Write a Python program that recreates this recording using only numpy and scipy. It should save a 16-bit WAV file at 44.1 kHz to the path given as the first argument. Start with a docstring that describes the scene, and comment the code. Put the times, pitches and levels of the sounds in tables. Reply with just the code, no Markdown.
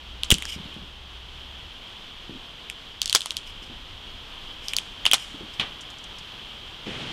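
"""Sparks crack and ring in a wound capacitor element that breaks down under voltage on a concrete yard.
Each spark is a burst of fading noise sent through a ring, a snap and a bass filter, with echoes after it.
Dull knocks, one puff of gas and two soft gushes join in, and hot wax sizzles as filtered grainy noise.
Behind them are a far town, wind and an engine drone, and a rush of nearer traffic sets in near the end.
The close microphone resonates near 3 kHz, turns itself down after loud cracks and overloads on peaks."""
import sys
import numpy as np
from scipy import signal
from scipy.fft import rfft, irfft
from scipy.io import wavfile
from scipy.ndimage import uniform_filter1d, minimum_filter1d

SR = 44100
rng = np.random.default_rng(int(sys.argv[2]) if len(sys.argv) > 2 else 0)


def wav_out(sig):
    """Save sig, one row per channel (or a flat mono array), as 16-bit PCM at SR to the path in sys.argv[1]."""
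    wavfile.write(sys.argv[1], SR, np.round(np.clip(np.atleast_2d(sig).T, -1, 1) * 32767).astype(np.int16))


N = 314163  # length in samples, about 7.1 s


def undb(db):
    """Turn decibels into a plain factor."""
    return 10 ** (np.asarray(db) / 20)


def unit(x):
    """Scale a sound to an rms level of 1."""
    return x / np.sqrt(np.mean(x ** 2))


def band(x, hz, width_hz):
    """Two-pole resonance, gain 1 at the centre."""
    return signal.lfilter(*signal.iirpeak(hz, hz / width_hz, fs=SR), x)


def low(x, hz):
    """Take away the treble above hz with a gentle two-pole filter."""
    return signal.lfilter(*signal.butter(2, min(hz, .45 * SR), fs=SR), x)


def coloured(spectrum):
    """Noise of rms 1 with a (Hz, dB) spectrum, practically silent outside it."""
    hz, db = np.transpose(spectrum)
    f = np.fft.rfftfreq(N, 1 / SR) + 1e-9  # the tiny offset avoids log(0)
    shape = undb(np.interp(np.log(f), np.log(hz), db, left=-90, right=-120))
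    white = rng.standard_normal(N)
    return unit(irfft(rfft(white) * shape, N))


def walk(rate):
    """Random wander of spread 1: levels held for 1 / rate seconds, smoothed twice."""
    k = int(SR / rate)
    steps = np.repeat(rng.standard_normal(N // k + 1), k)
    return unit(uniform_filter1d(uniform_filter1d(steps, k), k)[:N])


def fade(t, t60):
    """Exponential fade that loses 60 dB in t60 seconds (1 ms at least)."""
    return np.exp(-np.log(1000) * t / max(t60, 1e-3))


def add(out, s, sound):
    """Mix a sound into out, starting at s seconds."""
    i = int(s * SR)
    out[i:i + len(sound)] += sound[:len(out) - i]


# Colour of the far town murmur. Each row: frequency in Hz, relative strength in dB per Hz.
TOWN_SPECTRUM = [(90, -6), (150, -3), (300, -6.5), (600, -9.5), (1000, -6.5), (2000, -11.5), (3200, -7.5),
                 (5000, -17.5), (7000, -26), (10000, -33), (15200, -37), (15500, -70)]
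# Loudness curve of the town before its small swells. Each row: time in seconds, level in dB.
TOWN_LEVEL = [(0, -46.5), (3.4, -47.5), (4.8, -44.5), (5.6, -45), (6.2, -45.5), (7.13, -45)]
TOWN_SWELL_DB = .6


def town(t):
    """Smooth far traffic: coloured noise whose level swells a little at random."""
    level_db = np.interp(t, *np.transpose(TOWN_LEVEL))
    return coloured(TOWN_SPECTRUM) * undb(level_db + TOWN_SWELL_DB * walk(3.91) + .5 * walk(17))


# Colour of the wind rumble. Each row: frequency in Hz, relative strength in dB per Hz.
WIND_SPECTRUM = [(15, 1.5), (30, -3.5), (60, -7), (110, -12), (200, -73)]
# Loudness curve of the wind before its gusts. Each row: time in seconds, level in dB.
WIND_LEVEL = [(0, -46), (3.0, -50.5), (3.9, -46.5), (4.6, -47), (5.4, -50), (6.2, -50), (7.13, -46.5)]


def wind(t):
    """Gusty rumble: very low noise with a wandering level."""
    level_db = np.interp(t, *np.transpose(WIND_LEVEL))
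    return coloured(WIND_SPECTRUM) * undb(level_db + 1.2 * walk(5.13))


DRONE_HZ, DRONE_WAVER_HZ = 64., 3.
DRONE_DB, DRONE_SINK_DB_PER_S, DRONE_FLICKER_DB = -41.5, 4, 1.5
DRONE_STOP_S, DRONE_RELEASE_S = 1.65, 0.16


def drone(t):
    """Low engine drone: a sine of wavering pitch."""
    level_db = DRONE_DB - DRONE_SINK_DB_PER_S * t  # the engine draws away, then stops
    pitch_hz = DRONE_HZ + DRONE_WAVER_HZ * walk(9.9)
    tone = np.sin(2 * np.pi * np.cumsum(pitch_hz) / SR)
    stop = np.clip(1 - (t - DRONE_STOP_S) / DRONE_RELEASE_S, 0, 1)
    return tone * undb(level_db + DRONE_FLICKER_DB * walk(3.8)) * stop


# Colour of the nearer traffic. Each row: frequency in Hz, relative strength in dB per Hz.
RUSH_SPECTRUM = [(60, 2), (180, 1), (500, -6), (1200, -11.5), (2500, -8.5), (5000, -19), (8000, -29),
                 (11000, -39)]
RUSH_S, RUSH_ATTACK_S, RUSH_DB = 6.858, 0.0067, -38


def rush(t):
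    """Broad rush of nearer traffic: flickering noise that sets in within milliseconds near the end."""
    onset = np.clip((t - RUSH_S) / RUSH_ATTACK_S, 0, 1)
    return coloured(RUSH_SPECTRUM) * undb(RUSH_DB + 1.0 * walk(30)) * onset


# Spells of sizzling hot wax between and around the sparks.
# Each row: start in seconds, hold in seconds, level in dB.
SIZZLES = [(0.458, 0.05, -38), (3.448, 0.015, -47.5), (3.602, .03, -55), (4.613, .07, -44),
           (5.173, .025, -39), (5.515, .005, -51)]
# Rings of the gaps in the winding. Each row: centre in Hz, filter width in Hz, strength in dB.
WAX_RINGS = [(2400, 400, -1), (2900, 500, 0), (5100, 200, 2), (5750, 200, -1), (6800, 2500, -11),
             (8300, 450, -8), (11000, 2500, -17)]
SIZZLE_ATTACK_S, SIZZLE_RELEASE_S, SIZZLE_GRAIN_DB = 0.027, 0.054, 2.5


def sizzle(t):
    """Dense bubble bursts in the wax, ringing in the gaps of the winding: grainy noise through resonances."""
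    gain = np.zeros(N)
    for s, hold_s, db in SIZZLES:
        rise = (t - s) / SIZZLE_ATTACK_S
        fall = 1 - (t - s - SIZZLE_ATTACK_S - hold_s) / SIZZLE_RELEASE_S
        gain += undb(db) * np.clip(np.minimum(rise, fall), 0, 1) ** 2
    grains = rng.standard_normal(N) * undb(SIZZLE_GRAIN_DB * walk(120))
    rings = sum(undb(db) * band(band(grains, hz, width), hz, width) for hz, width, db in WAX_RINGS)
    return gain * unit(rings)


# Low knocks and bumps nearby. Each row: start in seconds, peak in dB, centre in Hz.
THUDS = [(0.329, -24.5, 216), (0.561, -29, 175), (0.599, -35, 155.2), (0.655, -34, 191), (0.683, -37, 257),
         (0.764, -32, 196), (0.819, -37, 194), (2.294, -29, 304), (2.35, -35.5, 229), (3.621, -39, 266),
         (3.698, -38, 248), (5.343, -32.5, 326), (5.408, -31.5, 284), (5.595, -29, 162), (6.869, -26, 398),
         (6.96, -36, 186)]
THUD_T60_S, THUD_TOP_HZ = 0.21, 398


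def thuds():
    """Dull knocks: a click and a fading noise tail in a wide low resonance."""
    out, t = np.zeros(N), np.arange(SR // 4) / SR
    for s, db, hz in THUDS:
        hit = (rng.standard_normal(len(t)) + 22.0 * (t == 0)) * fade(t, THUD_T60_S)
        knock = low(low(band(hit, hz, 0.82 * hz), THUD_TOP_HZ), THUD_TOP_HZ)
        add(out, s, undb(db) * knock / np.abs(knock).max())
    return out


# Soft gushes of gas in the late pop. Each row: start in seconds, level before the fade in dB,
# time to fade by 60 dB in seconds.
GUSHES = [(5.596, -27, 0.1), (5.611, -32.5, 0.31)]
GUSH_HZ, GUSH_WIDTH_HZ, GUSH_ATTACK_S = 1290, 3800, .002


def gushes():
    """Gas escaping softly: a wide band of noise that starts fast and fades, cut off after a quarter second."""
    out, t = np.zeros(N), np.arange(SR // 4) / SR
    for s, db, t60 in GUSHES:
        hiss = unit(low(band(rng.standard_normal(len(t)), GUSH_HZ, GUSH_WIDTH_HZ), 2900.0))
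        add(out, s, undb(db) * hiss * (1 - np.exp(-t / GUSH_ATTACK_S)) * fade(t, t60))
    return out


# Puff of gas from the strongest blow-out. Each row: moment of the swing in seconds,
# peak before smoothing in dB, time constants of suction and push in seconds.
BLASTS = [(.3246, -6.0, .0025, .004)]


def blast(t):
    """One deep swing of air pressure: suction grows, flips to a push and dies away."""
    out = np.zeros(N)
    for s, db, suction_s, push_s in BLASTS:
        u = t - s
        swing = np.sign(u) * np.exp(-np.abs(u) / np.where(u < 0, suction_s, push_s))
        out += undb(db) * uniform_filter1d(swing, size=60)  # rounds the sharp flip
    return out


# Sparks. Each row: start in seconds, peak of the ring in dB, ring in Hz, time for the arc to fade
# by 60 dB in seconds, snap and bass in dB against the ring. Peaks are before the treble softening.
CRACKS = [(0.2343, -11, 3760, 0.0051, 2, -14), (0.3043, -3, 3400, 0.0073, 12, -11),
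          (0.3139, 2.5, 2940, 0.024, 5.5, -18), (0.3227, -6, 5900, .01, -1, -1.5),
          (0.342, -14, 4900, .004, 12, -12), (0.3465, -17, 2840, .004, -6, -6),
          (0.3842, -21, 2840, 0.0043, 6.5, -18), (0.4235, -18, 2360, 0.0055, 2, -4),
          (0.4538, -18.5, 4940, 0.0072, -4, -2), (0.7428, -33, 2810, .005, 0, -24),
          (2.6996, -19.5, 2620, 0.0074, 3.5, -25), (3.0174, -6, 4900, 0.0068, -0.5, -26),
          (3.0583, -12, 4830, 0.007, 3, -29), (3.078, -18, 4060, 0.0047, 3, -15),
          (3.0968, -14, 4520, 0.0062, 6, -32), (3.1281, -10, 4080, 0.0059, 7, -32),
          (3.149, 4, 5050, 0.017, 6, -1), (3.159, -6, 4070, 0.0051, 4, -26),
          (3.2073, -16, 3360, 0.0026, 3, -13), (3.2182, -18, 3500, 0.0033, 2, -17),
          (3.2591, -15.5, 3630, 0.005, 4.5, -1), (3.3071, -13, 3880, 0.0048, -3, -14),
          (3.32, -27, 8980, .004, -7, -1), (3.3686, -13.5, 4330, 0.0074, 4, -22),
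          (4.684, -14.5, 4800, 0.0065, -1.5, -26), (4.735, -16.5, 3100, 0.0092, 2.5, -25),
          (4.7662, -7.5, 5200, 0.0066, 4.5, -22), (4.7854, -13.5, 3170, .006, 2.5, -18),
          (5.0541, -9.5, 2570, .012, -1, -8), (5.063, -9, 4420, 0.0038, -10, -11),
          (5.0643, -1, 2800, .006, -4, -5), (5.1143, -5, 2900, .006, 2.5, -13),
          (5.1229, -11, 4200, 0.0033, -8, -14), (5.1335, 4.5, 2480, .011, 6, 4.5),
          (5.141, -7, 4170, 0.036, 3.5, -5.5), (5.5389, -39, 5000, .04, -7, -21),
          (5.5972, -16.5, 2780, 0.087, -14, -12), (5.6107, -24.5, 2980, 0.034, -24, -12),
          (5.809, -37.5, 6500, .07, -7, -25), (5.902, -42, 6000, .05, -5, -25),
          (5.985, -36, 6100, 0.041, -22, -25), (6.040, -36.5, 6460, .04, -7, -25),
          (6.185, -36, 5340, .06, -4, -25)]
RING_SHARPNESS = 2.3  # centre over width
SNAP_HZ, SNAP_WIDTH_HZ, BASS_HZ, BASS_WIDTH_HZ, SOFT_TOP_HZ = 6940, 6530, 1290, 1900, 12140
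ECHO_DELAY_S, ECHO_RISE_S, ECHO_T60_S, ECHO_TOP_HZ = .005, 0.0023, 0.058, 9000
YARD_DB, YARD_T60_S = -21.5, 0.58
ECHO_DB, ECHO_PER_DB = -26.5, -0.06  # share of a 0 dB spark; weaker sparks get a larger share


def cracks():
    """Each spark is a short ragged burst: a ring of the winding, a bright snap, some bass; surfaces return it."""
    out, t, late = np.zeros(N), np.arange(2048) / SR, np.arange(SR // 2) / SR
    # early reflections swell in and die fast, over a longer, weaker yard tail
    tails = fade(late, ECHO_T60_S) + undb(YARD_DB) * fade(late, YARD_T60_S)
    decay = (1 - np.exp(-late / ECHO_RISE_S)) * tails
    for s, db, ring_hz, t60, snap_db, bass_db in CRACKS:
        noise = rng.standard_normal(len(t) + len(late))
        arc = (noise[:len(t)] + 4.85 * (t == 0)) * fade(t, t60)  # a click, then fading noise
        # each spark sits elsewhere in the winding and so meets its own pattern of echoes
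        pattern = undb(28.0 * uniform_filter1d(noise[:len(late)], size=150))
        echo = low(noise[len(t):] * pattern * decay, ECHO_TOP_HZ)  # walls and air take the treble
        echo_db = ECHO_DB + ECHO_PER_DB * db
        parts = [(ring_hz, ring_hz / RING_SHARPNESS, 0),
                 (SNAP_HZ, SNAP_WIDTH_HZ, snap_db),
                 (BASS_HZ, BASS_WIDTH_HZ, bass_db)]
        for centre, width, share_db in parts:
            # two wider passes together are about as narrow as one
            part = band(band(arc, centre, 1.46 * width), centre, 1.46 * width)
            add(out, s, undb(db + share_db) * part / np.abs(part).max())
            # the root makes up for the noise lost in a narrow band
            returned = band(echo, centre, width) * np.sqrt(SR / 4 / width)
            add(out, s + ECHO_DELAY_S, undb(db + share_db + echo_db) * returned)
    return low(low(out, SOFT_TOP_HZ), SOFT_TOP_HZ)


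def scene():
    """Mix all sources into one channel."""
    t = np.arange(N) / SR
    background = town(t) + wind(t) + drone(t) + rush(t)
    return (background + sizzle(t) + thuds() + gushes() + blast(t) + cracks())[None]


PORT_HZ, PORT_WIDTH_HZ, PORT_DB = 3190, 480, 11
# Automatic gain control, a slow and a quick stage. Each row: threshold in dB,
# dB of turning down per dB above it, hold in seconds, smoothing time in seconds.
DUCKS = [(-5, 1.78, 0.25, 0.11), (-14, 0.66, 0.035, 0.1)]
CLIP, TOP_HZ = .5, 16200  # overload ceiling (1 is full scale), top cut


def record(dry):
    """Microphone: port resonance, gain control that holds after loud peaks, overload, top cut."""
    x = dry + (undb(PORT_DB) - 1) * band(dry, PORT_HZ, PORT_WIDTH_HZ)
    level_db = 20 * np.log10(uniform_filter1d(np.abs(x), size=256) + 1e-9)
    for from_db, slope, hold_s, slew_s in DUCKS:
        hold, slew = int(hold_s * SR), int(slew_s * SR)
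        over_db = np.maximum(level_db - from_db, 0)
        # both windows look only backwards; the first keeps the largest recent excess
        held_db = -minimum_filter1d(-over_db, size=hold, origin=(hold - 1) // 2)
        smooth_db = uniform_filter1d(held_db, size=slew, origin=(slew - 1) // 2)
        x = x * undb(-slope * smooth_db)
    x = x / (1 + np.abs(x / CLIP) ** 4) ** .25  # bends peaks towards the ceiling
    return signal.sosfilt(signal.ellip(8, .2, 70, TOP_HZ, fs=SR, output="sos"), x)


dry = scene()
out = record(dry)
wav_out(out)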